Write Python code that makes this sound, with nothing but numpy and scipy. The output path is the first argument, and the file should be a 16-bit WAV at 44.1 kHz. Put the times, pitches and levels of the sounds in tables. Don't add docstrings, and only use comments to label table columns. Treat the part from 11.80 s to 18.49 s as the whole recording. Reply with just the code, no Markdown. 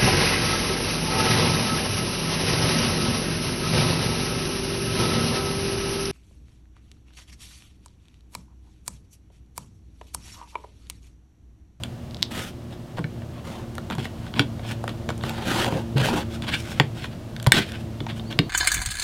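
import sys
import numpy as np
from scipy import signal
from scipy.fft import rfft, irfft, next_fast_len
from scipy.io import wavfile
from scipy.ndimage import map_coordinates

SR = 44100
rng = np.random.default_rng(int(sys.argv[2]) if len(sys.argv) > 2 else 0)


def transcribe(u):
    v = np.clip(np.atleast_2d(u).T, -1, 1)
    q = np.round(v * 32767).astype(np.int16)
    wavfile.write(sys.argv[1], SR, q)


N = 295029

# frequency in Hz, relative spectral density in dB.
AIR_SPECTRUM = [(12, -66), (20, -16.5), (119, 1), (203, -7), (233, -6), (261, -11), (345, -10.5),
                (419, -17.5), (456, -18), (655, -15), (797, -21.5), (1890, -31.5), (2500, -33.5),
                (2720, -31), (15800, -48.5)]
# time in seconds, murmur level in dB.
AIR_LEVEL = [(0, -37), (.8, -38.5), (1.5, -37.5), (2.4, -35.5), (3.2, -35), (4.5, -34.5), (5.4, -36),
             (6.69, -35.5)]
# time in seconds, fundamental in Hz, relative level in dB.
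ENGINE_TRACK = [(0, 118.7, -40), (.8, 118.3, -40.5), (1.6, 117, -36), (2.4, 114.9, -37.5),
                (3.1, 113.7, -32.5), (4, 114.6, -31.5), (4.8, 113.9, -33), (5.4, 113.7, -41.5),
                (6, 112.5, -33.5), (6.69, 110.9, -33.5)]
# multiple of the fundamental, relative level in dB.
ENGINE_HARMONICS = [(1, -1), (2, -4), (3, -10.5), (4, -22.5), (5, -18.5), (6, -43)]
# centre time in seconds, top pitch in Hz, level in dB.
BIRD_NOTES = [(6.41, 4570, -62), (6.487, 4610, -42), (6.545, 4250, -55), (6.572, 4550, -50),
              (6.65, 4550, -48), (6.672, 4100, -47)]
# frequency in Hz, t60 in seconds.
ROOM_DECAY = [(150, 0.28), (1000, 0.13), (3500, 0.17), (8000, 0.11), (15000, 0.038)]
# centre in Hz, half width in Hz, lift in dB.
SHELL_RESONANCES = [(760, 81, -0.5), (1500, 99, 3.5), (3310, 390, 3.5)]
# frequency in Hz, relative spectral density in dB.
SLIDE_SPECTRUM = [(120, -9), (200, 2.5), (333, 0), (488, -5), (534, 1.5), (585, -7.5), (742, -2), (906, -2),
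                  (1170, -13), (1450, -13), (2330, -17), (2900, -15), (4260, -20.5), (9830, -27.5),
                  (15500, -35)]
# start and length in seconds, relative peak level in dB, bass and hiss offsets in dB.
CASE_SHOVES = [ (0.505, .13, -34.5, 1, -8), (0.585, 0.13, -39, -3.5, -5), (1.64, 0.13, -44.5, 3.5, -8.5),
               (1.73, 0.12, -49, 10, -8), (3.42, 0.15, -39, 3, -9), (3.53, .2, -38, 2.5, -12.5),
               (3.645, .2, -30, 2, -8.5), (3.755, 0.14, -26.5, 2, -10), (3.865, 0.17, -39.5, 11, -9.5),
               (4.16, .12, -30.5, 3.5, -14), (4.228, 0.093, -27.5, 0, -9.5), (4.28, 0.14, -34.5, 8, -8.5),
               (4.345, 0.093, -35, 6.5, -9.5)]
# frequency in Hz, relative level in dB.
BENCH_MODES = [(290, 0), (340, -16.5), (390, -5.5), (470, -11.5)]
# start in seconds, level in dB, pitch in Hz, upper-mode weight in dB, t60 in seconds.
BENCH_THUMPS = [(1.192, -17, 174, -2.5, 0.097), (1.243, -16, 146, -16, 0.078), (2.181, -15, 126, -6, 0.085),
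                (2.595, -10.5, 127, 1, 0.069), (3.436, -17.5, 133, -12, 0.14),
                (3.926, -12, 146, -6.5, 0.066), (3.953, -12, 152, -7, 0.087),
                (4.155, -11.5, 133.7, -6, 0.29), (4.217, -9.5, 137, -20, 0.074),
                (4.999, -5, 140, -6, 0.085), (5.672, 0.5, 124, -31, 0.058), (5.736, -16, 190, -2, 0.099),
                (5.774, -12, 158, 0, 0.059), (5.782, -19, 200, -2, 0.066), (6.207, -17.5, 136, -2.5, 0.057),
                (6.592, -5, 151.5, -6, 0.055)]
# frequency in Hz, relative spectral density in dB.
SCRAPE_SPECTRUM = [(130, -6.5), (200, 6.5), (320, -0.5), (420, -11), (580, -10), (760, -6.5), (1200, -9.5),
                   (1560, -5.5), (1950, -8), (2450, -6), (3400, -8), (4500, -12.5), (6000, -25),
                   (8500, -26), (15500, -37.5)]
# start and length in seconds, relative final level in dB, bass and hiss offsets in dB.
BLADE_PUSHES = [ (0.036, 0.011, -48, 3, -12), (0.37, 0.033, -53, 4, -9), (0.9, 0.031, -47.5, 8, -10),
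                (1.166, 0.0084, -38.5, 10, -12), (1.515, .08, -51.5, 10, -20), (2.1, 0.03, -38.5, 5, -16),
                (2.18, 0.018, -36, 5.5, -10), (2.222, .028, -35.5, -8, -11), (2.35, 0.13, -49.5, 3, -12.5),
                (2.552, .055, -31, 3, -16), (2.825, 0.029, -41.5, 3, -14), (2.86, 0.058, -37, 1.5, -7),
                (3.078, 0.017, -40.5, 6, -11), (3.29, 0.0069, -35.5, 7, -12), (4.5, 0.054, -39.5, -15, -8),
                (4.62, 0.02, -37.5, 4.5, -12.5), (4.665, 0.026, -28.5, 2, -14),
                (4.712, 0.034, -24.5, -7, -14), (4.76, 0.046, -39, -7, -4), (4.81, 0.12, -40, -3, -5.5),
                (4.93, 0.059, -43.5, 1, -11), (5.145, 0.045, -43, -3, -7), (5.185, 0.065, -38, -8, -11),
                (5.305, 0.027, -47.5, 0, -18), (5.724, 0.059, -19, -1.5, -11.5),
                (5.795, 0.031, -28, -14, -15), (5.85, 0.046, -39, -12, -10), (5.91, 0.049, -40, -3, -15),
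                (5.98, 0.028, -47, 2, -7), (6.283, 0.017, -32.5, -0.5, -18), (6.355, 0.024, -44, -4, -6),
                (6.5, 0.015, -33.5, 2, -14)]
# frequency in Hz, relative level in dB, t60 in seconds.
TIP_MODES = [(1070, -29, 0.018), (2300, -22, 0.013), (3560, -10, 0.0067), (3930, -1.5, 0.0051),
             (4470, -0.5, 0.0034), (5100, -14, 0.0055), (7500, -12, 0.0037), (9000, -18, .002),
             (12000, -17.5, 0.0025)]
# start in seconds, relative peak level in dB.
TIP_SKIPS = [(.31, -33), (.346, -23.5), (.369, -29), (.4125, -37), (0.4233, -20), (0.4278, -1.5)]
# frequency in Hz, relative level in dB.
CASE_MODES = [(460, -0.5), (600, -8.5), (750, -1.5), (940, -3), (1120, -3), (1520, 5), (1850, 1.5),
              (2250, 2.5), (2850, 1), (3300, 2), (3550, 3.5), (4100, 0.5), (4600, 1), (5500, 0.5),
              (6500, -3.5), (7300, 5.5), (8650, 6.5), (9800, 1), (11200, -2), (13000, 5.5), (14800, -8)]
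CLICK_BANDS = [(400, 1050), (1300, 4600), (5800, 13000)]
# start in seconds, ring level in dB, knock and snap offsets in dB, main resonance in Hz.
BLADE_CONTACTS = [ (0.0356, -30.5, -20, -8, 3060), (1.1834, -42.5, 11.5, -20, 831),
                  (1.191, -41, 4, -12, 1570), (1.2416, -33.5, -15, -38, 1800),
                  (1.4193, -48.5, -2, -29, 1900), (1.953, -48.5, -8, 1, 1930),
                  (1.981, -35.5, -0.5, -13, 1400), (2.101, -35.5, 2.5, -15, 736),
                  (2.1094, -36, 1, -14, 1450), (2.1213, -40, 4, -18, 1490), (2.1517, -45, 4, -3, 3220),
                  (2.1827, -40.5, 5.5, -13, 1420), (2.2539, -34, -2, -19, 1950),
                  (2.4662, -45, -4, -18, 1570), (2.539, -36, -5, -25, 2970),
                  (2.5942, -15.5, -11.5, -20, 2820), (2.7945, -45, 4.5, -24, 1010),
                  (3.0403, -46.5, 18.5, -3, 761), (3.0785, -32, -0.5, -15, 1320),
                  (3.0924, -37.5, -4, -16, 3420), (3.2902, -31.5, 3.5, -14.5, 660),
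                  (3.303, -36.5, 5, -11, 1485), (3.379, -52, -6, 4, 660), (3.4102, -44, 0, -18, 3370),
                  (3.437, -33.5, 3, -17, 1130), (3.4944, -34.5, -20, -7, 3480),
                  (3.845, -28.5, -1, -12, 3195), (3.9236, -40, 11.5, -15, 860), (4.166, -47, 8, -20, 650),
                  (4.181, -31.5, -12, -10, 3580), (4.2859, -39, 13, -12, 900),
                  (4.6218, -35.5, -19, -13, 3440), (4.738, -31, -14, -28, 2370),
                  (4.9177, -39, 0, -25, 3040), (4.9988, -13.5, -4.5, -23, 980),
                  (5.2425, -33, -6, -35, 1519), (5.5642, -37.5, -35, -15, 2750),
                  (5.599, -39, -16, -12, 3404), (5.6276, -42, -21, 0.5, 3500), (5.643, -45, -13, -5, 2930),
                  (5.6643, -26.5, 3, -20, 1030), (5.6694, -25.5, 2.5, -5, 790), (5.72, -6.5, -16, -9, 1580),
                  (5.8903, -46, -16, -10, 3300), (5.92, -39.5, -20, -8, 3625),
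                  (6.204, -35.5, -4.5, -30, 3280), (6.266, -39, 6.5, -22, 920),
                  (6.3964, -38.5, -4, -32, 3440), (6.5263, -34, -14, -23, 3520),
                  (6.5898, -16.5, -12.5, -19.5, 2950)]


def amp(db):
    return 10 ** (np.asarray(db) / 20)


def unit_rms(x):
    return x / np.sqrt(np.mean(x ** 2) + 1e-20)


def log_interp(points, hz):
    point_hz, values = np.transpose(points)
    return np.interp(np.log(hz + 1), np.log(point_hz + 1), values)


def curves(rows):
    times_s, *columns = np.transpose(rows)
    return [np.interp(np.arange(N) / SR, times_s, column) for column in columns]


def wobble(knots_per_s):
    return map_coordinates(rng.standard_normal(2048), [np.arange(N) * knots_per_s / SR], mode="mirror")


def filtered(x, gain_at_hz):
    size = next_fast_len(N + SR // 2)
    return irfft(rfft(x, size) * gain_at_hz(np.fft.rfftfreq(size, 1 / SR)), size)[:N]


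def add(track, start_s, sound):
    part = track[max(0, round(start_s * SR)):][:len(sound)]
    part += sound[:len(part)]


def decay(t, t60_s):
    return np.exp(-np.log(1000) * t / t60_s)


def outdoor_murmur(hum_hz=80.6, hum_db=-42):
    air = unit_rms(filtered(rng.standard_normal(N), lambda hz: amp(log_interp(AIR_SPECTRUM, hz))))
    hum_phase = 2 * np.pi * hum_hz * np.arange(N) / SR + 1.5 * wobble(4.4)
    hum = amp(hum_db + 3 * wobble(3.3)) * np.sin(hum_phase)
    return amp(curves(AIR_LEVEL)[0]) * air + hum


def far_engine(waver=0.004, fading_db=2):
    hz, db = curves(ENGINE_TRACK)
    phase = 2 * np.pi * np.cumsum(hz * (1 + waver * wobble(7))) / SR
    return amp(db) * sum(amp(harmonic_db + fading_db * wobble(5)) * np.sin(k * phase)
                         for k, harmonic_db in ENGINE_HARMONICS)


def far_bird(dip_hz=350, sweep_s=0.019, sigma_s=0.017, scatter_t60_s=0.04):
    out, t = np.zeros(N), np.arange(-SR // 16, SR // 16) / SR
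    for centre_s, top_hz, db in BIRD_NOTES:
        hz = top_hz - dip_hz * (1 - np.exp(-(t / sweep_s) ** 2))
        note = np.exp(-(t / sigma_s) ** 2 / 2) * np.sin(2 * np.pi * np.cumsum(hz) / SR)
        paths = rng.standard_normal(len(t)) * decay(t - t[0], scatter_t60_s)
        add(out, centre_s + t[0], amp(db) * signal.fftconvolve(note, paths / np.linalg.norm(paths)))
    return out


def room(x, delay_s=0.004):
    out, block = np.zeros(N), SR // 3
    for start in range(0, N, block):
        hz, t, noise = signal.stft(rng.standard_normal(block), SR, nperseg=256)
        t60_s = log_interp(ROOM_DECAY, hz)[:, None]
        tail = signal.istft(noise * decay(t, t60_s), SR, nperseg=256)[1]
        tail /= np.linalg.norm(tail)
        add(out, start / SR + delay_s, signal.fftconvolve(x[start:start + block], tail))
    return out


def wandering_contact(x, depth_db=3.5, patch_hz=220, patch_s=0.035):
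    hz, t, spectrum = signal.stft(x, SR, nperseg=512)
    grid = np.meshgrid(hz / patch_hz, t / patch_s, indexing="ij")
    patches = map_coordinates(rng.standard_normal((128, 256)), grid, mode="mirror")
    swing_db = depth_db / (1 + hz[:, None] / 8000)
    return signal.istft(spectrum * amp(swing_db * patches), SR, nperseg=512)[1][:N]


def stroke_gains(strokes, envelope):
    power, t = np.zeros((3, N)), np.arange(SR // 2) / SR
    for start_s, length_s, db, bass_db, hiss_db in strokes:
        for track, offset_db in zip(power, (bass_db, 0, hiss_db)):
            add(track, start_s, (amp(db + offset_db) * envelope(t, length_s)) ** 2)
    return np.sqrt(power)


def friction(gains, spectrum, slips_per_s, smooth_db, judder_db, judder_per_s):
    def response(hz):
        shell_db = sum(lift_db / (1 + ((hz - centre_hz) / half_width_hz) ** 2)
                       for centre_hz, half_width_hz, lift_db in SHELL_RESONANCES)
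        return amp(log_interp(spectrum, hz) + shell_db)

    slips = (rng.random(N) < slips_per_s / SR) * rng.standard_normal(N)
    drive = unit_rms(slips) + amp(smooth_db) * rng.standard_normal(N)
    drive *= amp(judder_db * wobble(judder_per_s))
    rub = filtered(wandering_contact(drive), response)
    bass = unit_rms(filtered(rub, lambda hz: hz < 1200))
    rasp = unit_rms(filtered(rub, lambda hz: (hz >= 1200) & (hz < 5000)))
    hiss = unit_rms(filtered(rub, lambda hz: hz >= 5000))
    return np.sum(gains * [bass, rasp, hiss], axis=0)


def case_slides(skew=0.7, speed_exponent=0.68):
    def shove(t, length_s):
        speed = np.abs(np.sin(np.pi * np.minimum(t / length_s, 1) ** skew))
        return speed ** speed_exponent

    return friction(stroke_gains(CASE_SHOVES, shove), SLIDE_SPECTRUM,
                    slips_per_s=2400, smooth_db=0, judder_db=1.5, judder_per_s=110)


def bench_thumps(attack_s=0.0027, upper_t60_s=0.11, upper_trim_db=-4.5):
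    out, t = np.zeros(N), np.arange(SR // 3) / SR
    attack = 1 - np.exp(-t / attack_s)
    upper = sum((-1) ** k * amp(db) * np.sin(2 * np.pi * hz * t) * decay(t, upper_t60_s)
                for k, (hz, db) in enumerate(BENCH_MODES))
    for start_s, db, hz, upper_db, t60_s in BENCH_THUMPS:
        swing = np.sin(2 * np.pi * hz * t) * decay(t, t60_s)
        add(out, start_s, amp(db) * attack * (swing + amp(upper_db + upper_trim_db) * upper))
    return out


def blade_scrapes(bite_s=0.0026, build_db=10, release_t60_s=0.097):
    def push(t, length_s):
        bite = 1 - np.exp(-t / bite_s)
        pressure = amp(build_db * (np.minimum(t / length_s, 1) - 1))
        return bite * pressure * decay(np.maximum(t - length_s, 0), release_t60_s)

    return friction(stroke_gains(BLADE_PUSHES, push), SCRAPE_SPECTRUM,
                    slips_per_s=2000, smooth_db=-2, judder_db=0.4, judder_per_s=130)


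def tip_skips(gain_db=1, contact_s=0.00012):
    out, t = np.zeros(N), np.arange(SR // 32) / SR
    tick = sum(amp(db) * np.sin(2 * np.pi * hz * t) * decay(t, t60_s) for hz, db, t60_s in TIP_MODES)
    tick *= 1 - np.exp(-t / contact_s)
    for start_s, db in TIP_SKIPS:
        add(out, start_s, amp(db + gain_db) * tick / np.abs(tick).max())
    return out


def case_ring(t, t60_s, knock_db, detune=0.029, scatter_db=3.5, damping_exponent=0.22):
    mode_hz, mode_db = np.transpose(CASE_MODES)
    shift, strength, polarity = rng.standard_normal((3, len(CASE_MODES)))
    hz = mode_hz * (1 + detune * shift)
    mode_t60_s = t60_s * (2000 / hz) ** damping_exponent
    ring_band_hz = CLICK_BANDS[1]
    octaves = np.log2(np.clip(hz, *ring_band_hz) / np.mean(ring_band_hz))
    tilt_db = 0.01 * knock_db * octaves
    gains = np.sign(polarity) * amp(mode_db + tilt_db + scatter_db * strength)
    return gains @ (np.sin(2 * np.pi * hz[:, None] * t) * decay(t, mode_t60_s[:, None]))


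def blade_clicks(base_t60_s=0.0099, snap_db_per_halving=26.5, crunch_db=4, main_q=4.2, rms_span_s=0.01):
    out, t = np.zeros(N), np.arange(SR // 16) / SR
    bandpasses = [signal.butter(3, edges_hz, "band", fs=SR, output="sos") for edges_hz in CLICK_BANDS]
    for start_s, ring_db, knock_db, snap_db, main_hz in BLADE_CONTACTS:
        t60_s = base_t60_s * 2 ** (-snap_db / snap_db_per_halving)
        click = case_ring(t, t60_s, knock_db)
        click += amp(crunch_db) * rng.standard_normal(len(t)) * decay(t, 0.92 * t60_s)
        hollow_db = -1 - 0.4 * snap_db
        click += amp(hollow_db) * signal.lfilter(*signal.iirpeak(main_hz, main_q, fs=SR), click)
        for sos, offset_db in zip(bandpasses, (knock_db, 0, snap_db)):
            band = signal.sosfilt(sos, click)
            band *= np.sqrt(SR * rms_span_s) / np.linalg.norm(band)
            add(out, start_s, amp(ring_db + offset_db) * band)
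    return out


def scene():
    rubs = amp(0.5) * blade_scrapes() + amp(-0.5) * case_slides()
    clicks, skips, thumps = blade_clicks(), tip_skips(), bench_thumps()
    reverb = room(amp(-14.5) * clicks + amp(-17) * skips + amp(-13) * (thumps + rubs))
    distant = far_engine() + outdoor_murmur() + far_bird()
    return (clicks + skips + thumps + rubs + reverb + distant)[None]


def record(dry):
    cutoff_hz = 16000
    return filtered(np.clip(dry[0], -1, 1), lambda hz: 1 / (1 + (hz / cutoff_hz) ** 80))[None]


dry = scene()
out = record(dry)
transcribe(out)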